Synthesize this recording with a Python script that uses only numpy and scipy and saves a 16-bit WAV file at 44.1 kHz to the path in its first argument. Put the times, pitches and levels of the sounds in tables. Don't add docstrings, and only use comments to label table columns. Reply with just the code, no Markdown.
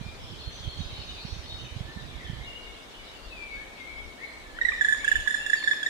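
import sys
import numpy as np
from scipy import signal
from scipy.fft import rfft, irfft, next_fast_len
from scipy.io import wavfile
from scipy.ndimage import uniform_filter1d, map_coordinates

SR = 44100
rng = np.random.default_rng(int(sys.argv[2]) if len(sys.argv) > 2 else 0)


def how_loud(loudness_db):
    steps = np.asarray(loudness_db, float) / 20
    return 10 ** steps


def pcm_store(signal):
    levels = np.round(np.clip(np.atleast_2d(signal), -1, 1) * 32767)
    wavfile.write(sys.argv[1], SR, levels.astype(np.int16).T)


N = 259749
TIME = np.arange(N) / SR
LAG_S = 0.00018


def unit(x):
    return x / np.sqrt(np.mean(x ** 2) + 1e-20)


def along(points, hz):
    f, v = np.transpose(points)
    return np.interp(np.log(hz + 1), np.log(f + 1), v)


def curves(rows, t=TIME):
    s, *cols = np.transpose(rows)
    return [np.interp(t, s, c) for c in cols]


def wobble(rate_hz, count=N):
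    knots = rng.standard_normal(int(count * rate_hz / SR) + 4)
    return map_coordinates(knots, [np.arange(count) * rate_hz / SR])


def filtered(x, response):
    m = next_fast_len(N + 8192)
    return irfft(rfft(x, m) * response(np.fft.rfftfreq(m, 1 / SR)), m)[..., :N]


def shaped(x, points):
    return filtered(x, lambda hz: how_loud(along(points, hz)))


def add(track, s, x):
    part = track[..., max(round(s * SR), 0):][..., :x.shape[-1]]
    part += x[..., :part.shape[-1]]


def patchy(depth_db, bins, frames):
    z = signal.stft(rng.standard_normal((2, N)), nperseg=512)[2]
    field = uniform_filter1d(rng.standard_normal(z.shape[1:]), bins, 0)
    field = uniform_filter1d(field, frames, 1)
    return signal.istft(z * how_loud(depth_db * unit(field)), nperseg=512)[1][:, :N]


# (frequency [Hz], t60 [s])
ECHO_DECAY = [(1000, 1), (2000, 1), (4000, 1), (8000, 0.65), (15000, 0.96)]


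def echo(x, gap_s, piece=8192):
    out = np.zeros((2, N))
    for start in range(0, N, piece):
        hz, t, z = signal.stft(rng.standard_normal((2, SR * 3 // 4)), SR, nperseg=256)
        swell = np.clip(t / gap_s, 0, 1)
        decay = how_loud(-60 * t / along(ECHO_DECAY, hz)[:, None])
        tail = signal.istft(z * swell * decay, SR, nperseg=256)[1]
        tail = tail / np.linalg.norm(tail[0])
        add(out, start / SR, signal.fftconvolve(x[None, start:start + piece], tail, axes=1))
    return out


# (frequency [Hz], density [dB/Hz])
AIR_SPECTRUM = [(10, -47.5), (25, -37), (60, -44), (100, -18.5), (160, -18), (300, -15), (600, -16.5),
                (1300, -21), (2500, -27.5), (5000, -39), (8000, -34.5), (12000, -43.5), (15500, -47.5)]
# (frequency [Hz], likeness [0-1])
PORT_LIKENESS = [(30, .3), (130, .35), (300, .6), (650, .4), (1400, .3), (3000, .3), (7000, .2),
                 (15000, .1)]
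# (frequency [Hz], left minus right [dB])
AIR_BALANCE = [(60, 5), (700, 2), (4000, 1.5)]


def air(level_db=-49):
    def mid_side(hz):
        angle = np.arccos(np.clip(along(PORT_LIKENESS, hz), -1, 1)) / 2
        return how_loud(along(AIR_SPECTRUM, hz)) * [np.cos(angle), np.sin(angle)]

    def balance(hz):
        half_db = along(AIR_BALANCE, hz) / 2
        return [how_loud(half_db) * np.exp(-2j * np.pi * hz * LAG_S), how_loud(-half_db)]

    mid, side = filtered(patchy(0.27, bins=6, frames=14), mid_side)
    return how_loud(level_db) * unit(filtered(np.array([mid + side, mid - side]), balance))


# (time [s], level [dB])
CHORUS_LEVEL = [(0.0, -49), (0.95, -47.5), (1.77, -49), (4.56, -52), (4.99, -46), (5.89, -48)]
# (frequency [Hz], gain [dB])
CHORUS_BAND = [(1200, -12), (2200, -5), (2900, -4.5), (3600, 0), (4300, -5.5), (5200, -10), (7000, -17.5),
               (9000, -67)]


def chorus():
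    shimmer = shaped(patchy(3.2, bins=4, frames=7), CHORUS_BAND)
    return how_loud(curves(CHORUS_LEVEL)[0] - 1.0) * unit(shimmer)


# (time [s], level [dB])
SWAY_LEVEL = [(2.7, -54.5), (5.58, -54.5), (5.89, -58.5)]
# (frequency [Hz], gain [dB])
SWAY_BAND = [(10, -24), (25, 3), (60, 1), (90, -9), (150, -34), (400, -120)]


def sway():
    rumble = shaped(rng.standard_normal((2, N)), SWAY_BAND)
    rumble = rumble + 0.28 * rumble[::-1]
    gusts = how_loud(6.0 * np.array([wobble(9.6), wobble(3.38)]))
    port_db = [[5.5], [2.5]]
    return how_loud(curves(SWAY_LEVEL)[0] + port_db) * unit(rumble * gusts)


# (time [s], length [s], from [Hz], to [Hz], level [dB])
BLACKBIRD = [(0, 0.13, 2390, 2412, -51), (2.45, 0.082, 2853, 2820, -42), (2.54, 0.075, 2857, 2846, -43.5),
             (2.66, 0.036, 2190, 2230, -44.5), (2.669, 0.03, 2830, 2730, -59),
             (3.116, 0.11, 2792, 2744, -51.5), (3.29, 0.0905, 2713, 2390, -45.5),
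             (3.363, 0.12, 2430, 2282, -40), (3.469, 0.15, 2260, 2197, -40),
             (3.553, 0.094, 1550, 1951, -48), (3.766, .03, 2910, 2115, -38),
             (3.794, 0.047, 2150, 2100, -38.5), (3.83, 0.13, 2138, 2331, -41.5),
             (3.946, 0.089, 2180, 2270, -42.5), (4.177, .07, 1720, 2367, -41),
             (4.22, 0.039, 2157, 2283, -42.5), (4.544, 0.063, 1665, 2096, -42),
             (4.979, 0.068, 2060, 2400, -37.5), (5.034, 0.072, 2410, 3200, -36),
             (5.114, 0.093, 3163, 2793, -42.5), (5.393, 0.063, 2677, 2850, -40),
             (5.44, 0.083, 2740, 2710, -44)]


def blackbird(pan_db=11.5):
    return [(*note, pan_db) for note in BLACKBIRD]


# (time [s], from [Hz], to [Hz], level [dB])
CHIPS = [
    (0.034, 5910, 4883, -50),
    (.21, 5910, 5040, -46),
    (1.919, 4300, 3650, -45),
    (2.067, 4200, 3170, -43),
    (2.239, 3700, 2924, -43),
    (2.687, 3800, 2940, -49),
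    (3.15, 5200, 4300, -50),
    (3.22, 5300, 4290, -54),
    (3.782, 4000, 3090, -48),
]


def chips(length_s=.04):
    return [(s, length_s, *rest, 0) for s, *rest in CHIPS]


def repeats(shape, first_s, every_s, levels_db, step_hz=0):
    notes = []
    for k, level_db in enumerate(levels_db):
        for s, length, from_hz, to_hz, db, pan_db in shape:
            shift_hz = k * step_hz
            notes.append((first_s + k * every_s + s, length, from_hz + shift_hz, to_hz + shift_hz,
                          level_db + db, pan_db))
    return notes


# (time [s], length [s], from [Hz], to [Hz], level [dB], left minus right [dB])
QUICK_SYLLABLE = [
    (0, .047, 3800, 3020, 0, -1.5),
    (.08, .035, 4480, 4520, -14, -8),
]
QUICK_DB = [-55, -51, -43.5, -47, -45, -46, -43, -45]
# (time [s], length [s], from [Hz], to [Hz], level [dB], left minus right [dB])
SLOW_SYLLABLE = [
    (0.0095, .04, 3930, 3740, 2, -2),
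    (0.023, .046, 3200, 2930, -2, 1),
    (.045, 0.089, 4930, 4860, -10.5, 0),
    (0.069, .06, 2950, 2390, -7.5, 1),
    (.085, 0.05, 4500, 3850, -6, 6),
]
SLOW_DB = [-42, -41.5, -39.5]
# (time [s], length [s], from [Hz], to [Hz], level [dB])
FLOURISH = [
    (1.203, 0.092, 4860, 4890, -52),
    (1.245, 0.066, 6430, 4980, -48),
    (1.366, .083, 6400, 5160, -51),
    (1.482, 0.076, 3660, 3755, -41.5),
    (1.505, .03, 3120, 2740, -52),
    (1.578, 0.0325, 3063, 2690, -45),
    (1.584, .03, 2926, 3150, -42),
    (1.629, .057, 2900, 2230, -47),
]


def finch():
    quick = repeats(QUICK_SYLLABLE, .087, .0872, QUICK_DB)
    slow = repeats(SLOW_SYLLABLE, .783, 0.14, SLOW_DB, step_hz=-68.5)
    return quick + slow + [(*note, 0) for note in FLOURISH]


# (time [s], length [s], from [Hz], to [Hz], level [dB], left minus right [dB])
TIT_ROUND = [
    (0, .12, 4277, 4204, 2, 6),
    (.115, 0.094, 6100, 6080, -9, -10),
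]
TIT_DB = [-45.5, -45.5, -49, -46.5, -49.5]


def tit():
    return repeats(TIT_ROUND, .384, .268, TIT_DB, step_hz=22.3)


# (time [s], length [s], from [Hz], to [Hz], level [dB])
RIVAL = [(1.815, 0.14, 1700, 1850, -51), (1.956, 0.058, 1790, 1769, -49), (2.079, .13, 2447, 1900, -45.5),
         (2.195, 0.089, 1958, 1690, -44.5), (2.397, 0.063, 2034, 2280, -44), (2.446, 0.18, 2220, 2300, -56),
         (2.863, 0.067, 3130, 3840, -54), (2.922, 0.081, 2880, 3050, -46.5), (3.022, .14, 3070, 2840, -52),
         (2.988, 0.051, 2404, 1937, -44), (4.251, 0.093, 4210, 4112, -53), (4.28, 0.12, 2240, 2276, -54),
         (4.295, .15, 7840, 7724, -64), (4.44, 0.049, 1780, 1694, -45.5), (5.55, 0.053, 4750, 4280, -39.5),
         (5.583, 0.068, 4275, 4203, -44)]


def rival():
    return [(*note, 0) for note in RIVAL]


def songbirds(wet_db=0, dry_db=-2.5):
    near, song = np.zeros((2, N)), np.zeros(N)
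    for s, length, from_hz, to_hz, db, pan_db in blackbird() + chips() + finch() + tit() + rival():
        u = np.linspace(0, 1, int(length * 1.1 * SR))
        glide = (1 - u) ** (2.4 if from_hz - to_hz > 600 else 1.1)
        warble = 1 + .006 * wobble(130, count=len(u))
        pitch_hz = (to_hz + (from_hz - to_hz) * glide) * warble
        level = how_loud(db + 3.2 * wobble(70, count=len(u)))
        shape = np.abs(np.sin(np.pi * u ** .8)) ** .9 * level
        note = shape * np.sin(2 * np.pi * np.cumsum(pitch_hz) / SR)
        direct = how_loud(-7 * (abs(from_hz - to_hz) > 500))
        add(near[0], s + LAG_S, direct * how_loud(pan_db / 2) * note)
        add(near[1], s, direct * how_loud(-pan_db / 2) * note)
        add(song, s, note)
    return how_loud(dry_db) * near + how_loud(wet_db) * echo(song, gap_s=0.01)


# (time [s], level [dB])
BREEZE_LEVEL = [(0.0, -54.5), (2.26, -53), (2.5, -54), (2.7, -66)]
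# (frequency [Hz], gain [dB])
BUFFET_BAND = [(15, -120), (25, -6), (60, 3.5), (120, 0), (200, -10), (400, -18.5), (800, -120)]


def buffeting():
    fade = np.clip((2.62 - TIME) / .2, 0, 1)
    rumble = shaped(rng.standard_normal(N), BUFFET_BAND)
    lumpy = unit(rumble * how_loud(3.5 * wobble(24.85)))
    return how_loud(curves(BREEZE_LEVEL)[0] + 11.0) * fade * lumpy


# (time [s], peak level [dB], frequency [Hz])
THUMPS = [(0.014, -23.5, 157), (0.066, -26, 131), (0.089, -30.5, 75), (0.478, -23.5, 84.4),
          (0.6094, -31, 90), (0.6786, -20, 93), (0.7954, -23, 103), (0.807, -21, 154), (0.819, -27, 60),
          (0.865, -26.5, 62), (0.9295, -27, 94), (.992, -27, 113), (1.253, -22.5, 147),
          (1.329, -21.5, 71.6), (1.3665, -28, 124), (1.395, -26, 62), (1.5266, -29.5, 105),
          (1.547, -31, 69), (1.726, -29, 70), (1.7666, -23, 122), (1.7751, -30, 116), (1.8103, -19.5, 120),
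          (1.9655, -26, 125), (1.9733, -25, 152), (2.0513, -32, 66), (2.1644, -28, 58), (2.301, -20.5, 130),
          (2.335, -23, 103), (2.37, -29, 66), (2.413, -28, 74)]


def wind(leak_db=-18):
    port = buffeting()
    t = np.arange(-500, 500) / SR
    signs = rng.choice([-1, 1], size=len(THUMPS))
    for (s, db, hz), sign in zip(THUMPS, signs):
        u = (np.pi * hz * t * .9) ** 2
        add(port, s + t[0], sign * how_loud(db) * (1 - 2 * u) * np.exp(-u))
    return port * how_loud([[leak_db], [0]])


BEND = [(0, 1.03), (.2, 1.01), (.45, .978), (.7, .99), (1, 1.005)]


def whistle(hz, ms, partial_db, droop_db, attack_ms=3.2, release_ms=5.0, jitter=.013):
    t_ms = np.arange(int(ms * SR / 1000)) / SR * 1000
    count = len(t_ms)
    pitch_hz = hz * curves(BEND, t_ms / ms)[0] * (1 + jitter * wobble(524, count))
    phase = 2 * np.pi * np.cumsum(pitch_hz) / SR
    gate = np.clip(t_ms / attack_ms, 0, 1) * np.clip((ms - t_ms) / release_ms, 0, 1)
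    gate = np.sin(np.pi / 2 * gate) ** 2
    sag = how_loud(-droop_db * t_ms / ms + .6 * wobble(200, count))
    tone = np.zeros(count)
    for k, db in enumerate(partial_db):
        flutter = how_loud(.9 * k * wobble(683, count))
        tone += how_loud(db) * gate ** (1 + 0.5 * k) * flutter * np.sin((k + 1) * phase)
    return sag * tone


# (time [s], level [dB], pitch [Hz], length [ms], octave level [dB])
CLUCKS = [
    (4.586, -22, 1540, 7.5, -12),
    (4.717, -30.5, 1203, 10.6, 7.5),
    (4.945, -31, 1210, 6.3, 2),
    (5.035, -40, 1130, 12, 2),
    (5.262, -31.5, 1067, 6.5, -9.5),
    (5.553, -35, 1210, 6.5, 10),
    (5.626, -28.5, 1100, 5.7, 9.5),
    (5.733, -18.5, 1200, 4.36, 14.5),
]


def clucks():
    return [(s, how_loud(db) * whistle(hz, ms, [0, octave_db], 2.1)) for s, db, hz, ms, octave_db in CLUCKS]


# (time [s], peak level [dB], pitch [Hz], length [ms])
PULSES = [(4.6113, -13.5, 1874, 16.4), (4.649, -11.5, 1931, 14.2), (4.684, -12.5, 1858, 14.3),
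          (4.7302, -33, 1825, 20), (4.8088, -9.5, 1749, 23.5), (4.845, -11, 1737, 18),
          (4.8836, -9.5, 1755, 21.3), (4.9229, -10, 1761, 19), (5.0434, -18, 1692, 14.5),
          (5.077, -10, 1729, 19.3), (5.1142, -8.5, 1736, 18.7), (5.1542, -11, 1744, 21),
          (5.198, -23, 1675, 31), (5.2729, -12.5, 1736, 14.6), (5.3057, -17, 1788, 12.5),
          (5.3416, -14.5, 1762, 13.5), (5.4611, -19.5, 1750, 13), (5.497, -17, 1748, 11.5),
          (5.5313, -8.5, 1777, 15.8), (5.637, -22, 1786, 16), (5.6736, -11.5, 1732, 14.4),
          (5.71, -11.5, 1756, 18.6), (5.8277, -19, 1700, 14), (5.8604, -15.5, 1825, 15)]
PARTIALS_DB = [2, -15.5, -27.5, -19, -21.5, -29.5, -31.5, -39]
# (time [s], left minus right [dB], echo [dB], upper overtone rasp [dB], all overtones [dB])
FLIGHT = [(4.6, -3, -11, -7, 0), (4.75, -19.5, -10.5, -5, 1.5), (4.8, -5, -11.5, -0.5, 2.5),
          (5.1, -8, -19.5, 3.5, 5), (5.3, -10, -9.5, 0, 3.5), (5.5, -7, -13.5, 0, 5),
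          (5.7, -5, -11.5, -8, 8.5), (5.89, -3.5, -13.5, -3.5, 7.5)]


def pulses():
    droop_db_per_ms, steady_ms = 1.3, 11.4
    thin_per_db, full_db = 0.77, -14.5
    order = np.arange(len(PARTIALS_DB))
    notes = []
    for s, db, hz, ms in PULSES:
        rasp_db, bright_db = curves(FLIGHT, s)[2:]
        droop_db = droop_db_per_ms * (ms - steady_ms)
        overtone_db = bright_db + thin_per_db * (full_db - db)
        partial_db = PARTIALS_DB + overtone_db * (order > 0) + rasp_db * (order > 2)
        notes.append((s, how_loud(db + min(droop_db, 0)) * whistle(hz, ms, partial_db, droop_db)))
    return notes


# (frequency [Hz], gain [dB])
LEFT_SHADE = [(2000, -2.5), (3500, -2.5), (12000, -29)]
# (frequency [Hz], gain [dB])
BILL_BEAM = [(2000, 0), (3500, -1.5), (7000, -8), (12000, -15)]
# (frequency [Hz], gain [dB])
TRUNK_SPREAD = [(2000, 2.5), (3500, 5), (5200, 8.5), (7000, 7), (9000, 1), (12000, -2.5), (15000, -5)]


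def woodpecker():
    near, call = np.zeros((2, N)), np.zeros(N)
    for s, note in clucks() + pulses():
        left_db, echo_db = curves(FLIGHT, s)[:2]
        add(near[0], s + LAG_S, how_loud(left_db) * note)
        add(near[1], s, note)
        add(call, s, how_loud(echo_db) * note)
    near[0] = shaped(near[0], LEFT_SHADE)
    near = shaped(near, BILL_BEAM)
    return near + echo(shaped(call, TRUNK_SPREAD), gap_s=0.0022)


def scene():
    return air() + chorus() + sway() + songbirds() + wind() + woodpecker()


def top_cut(x):
    return signal.sosfilt(signal.butter(12, 15700, fs=SR, output="sos"), x)


def record(dry):
    mix = filtered(dry, lambda hz: hz < 15700)
    return top_cut(mix)


dry = scene()
out = record(dry)
pcm_store(out)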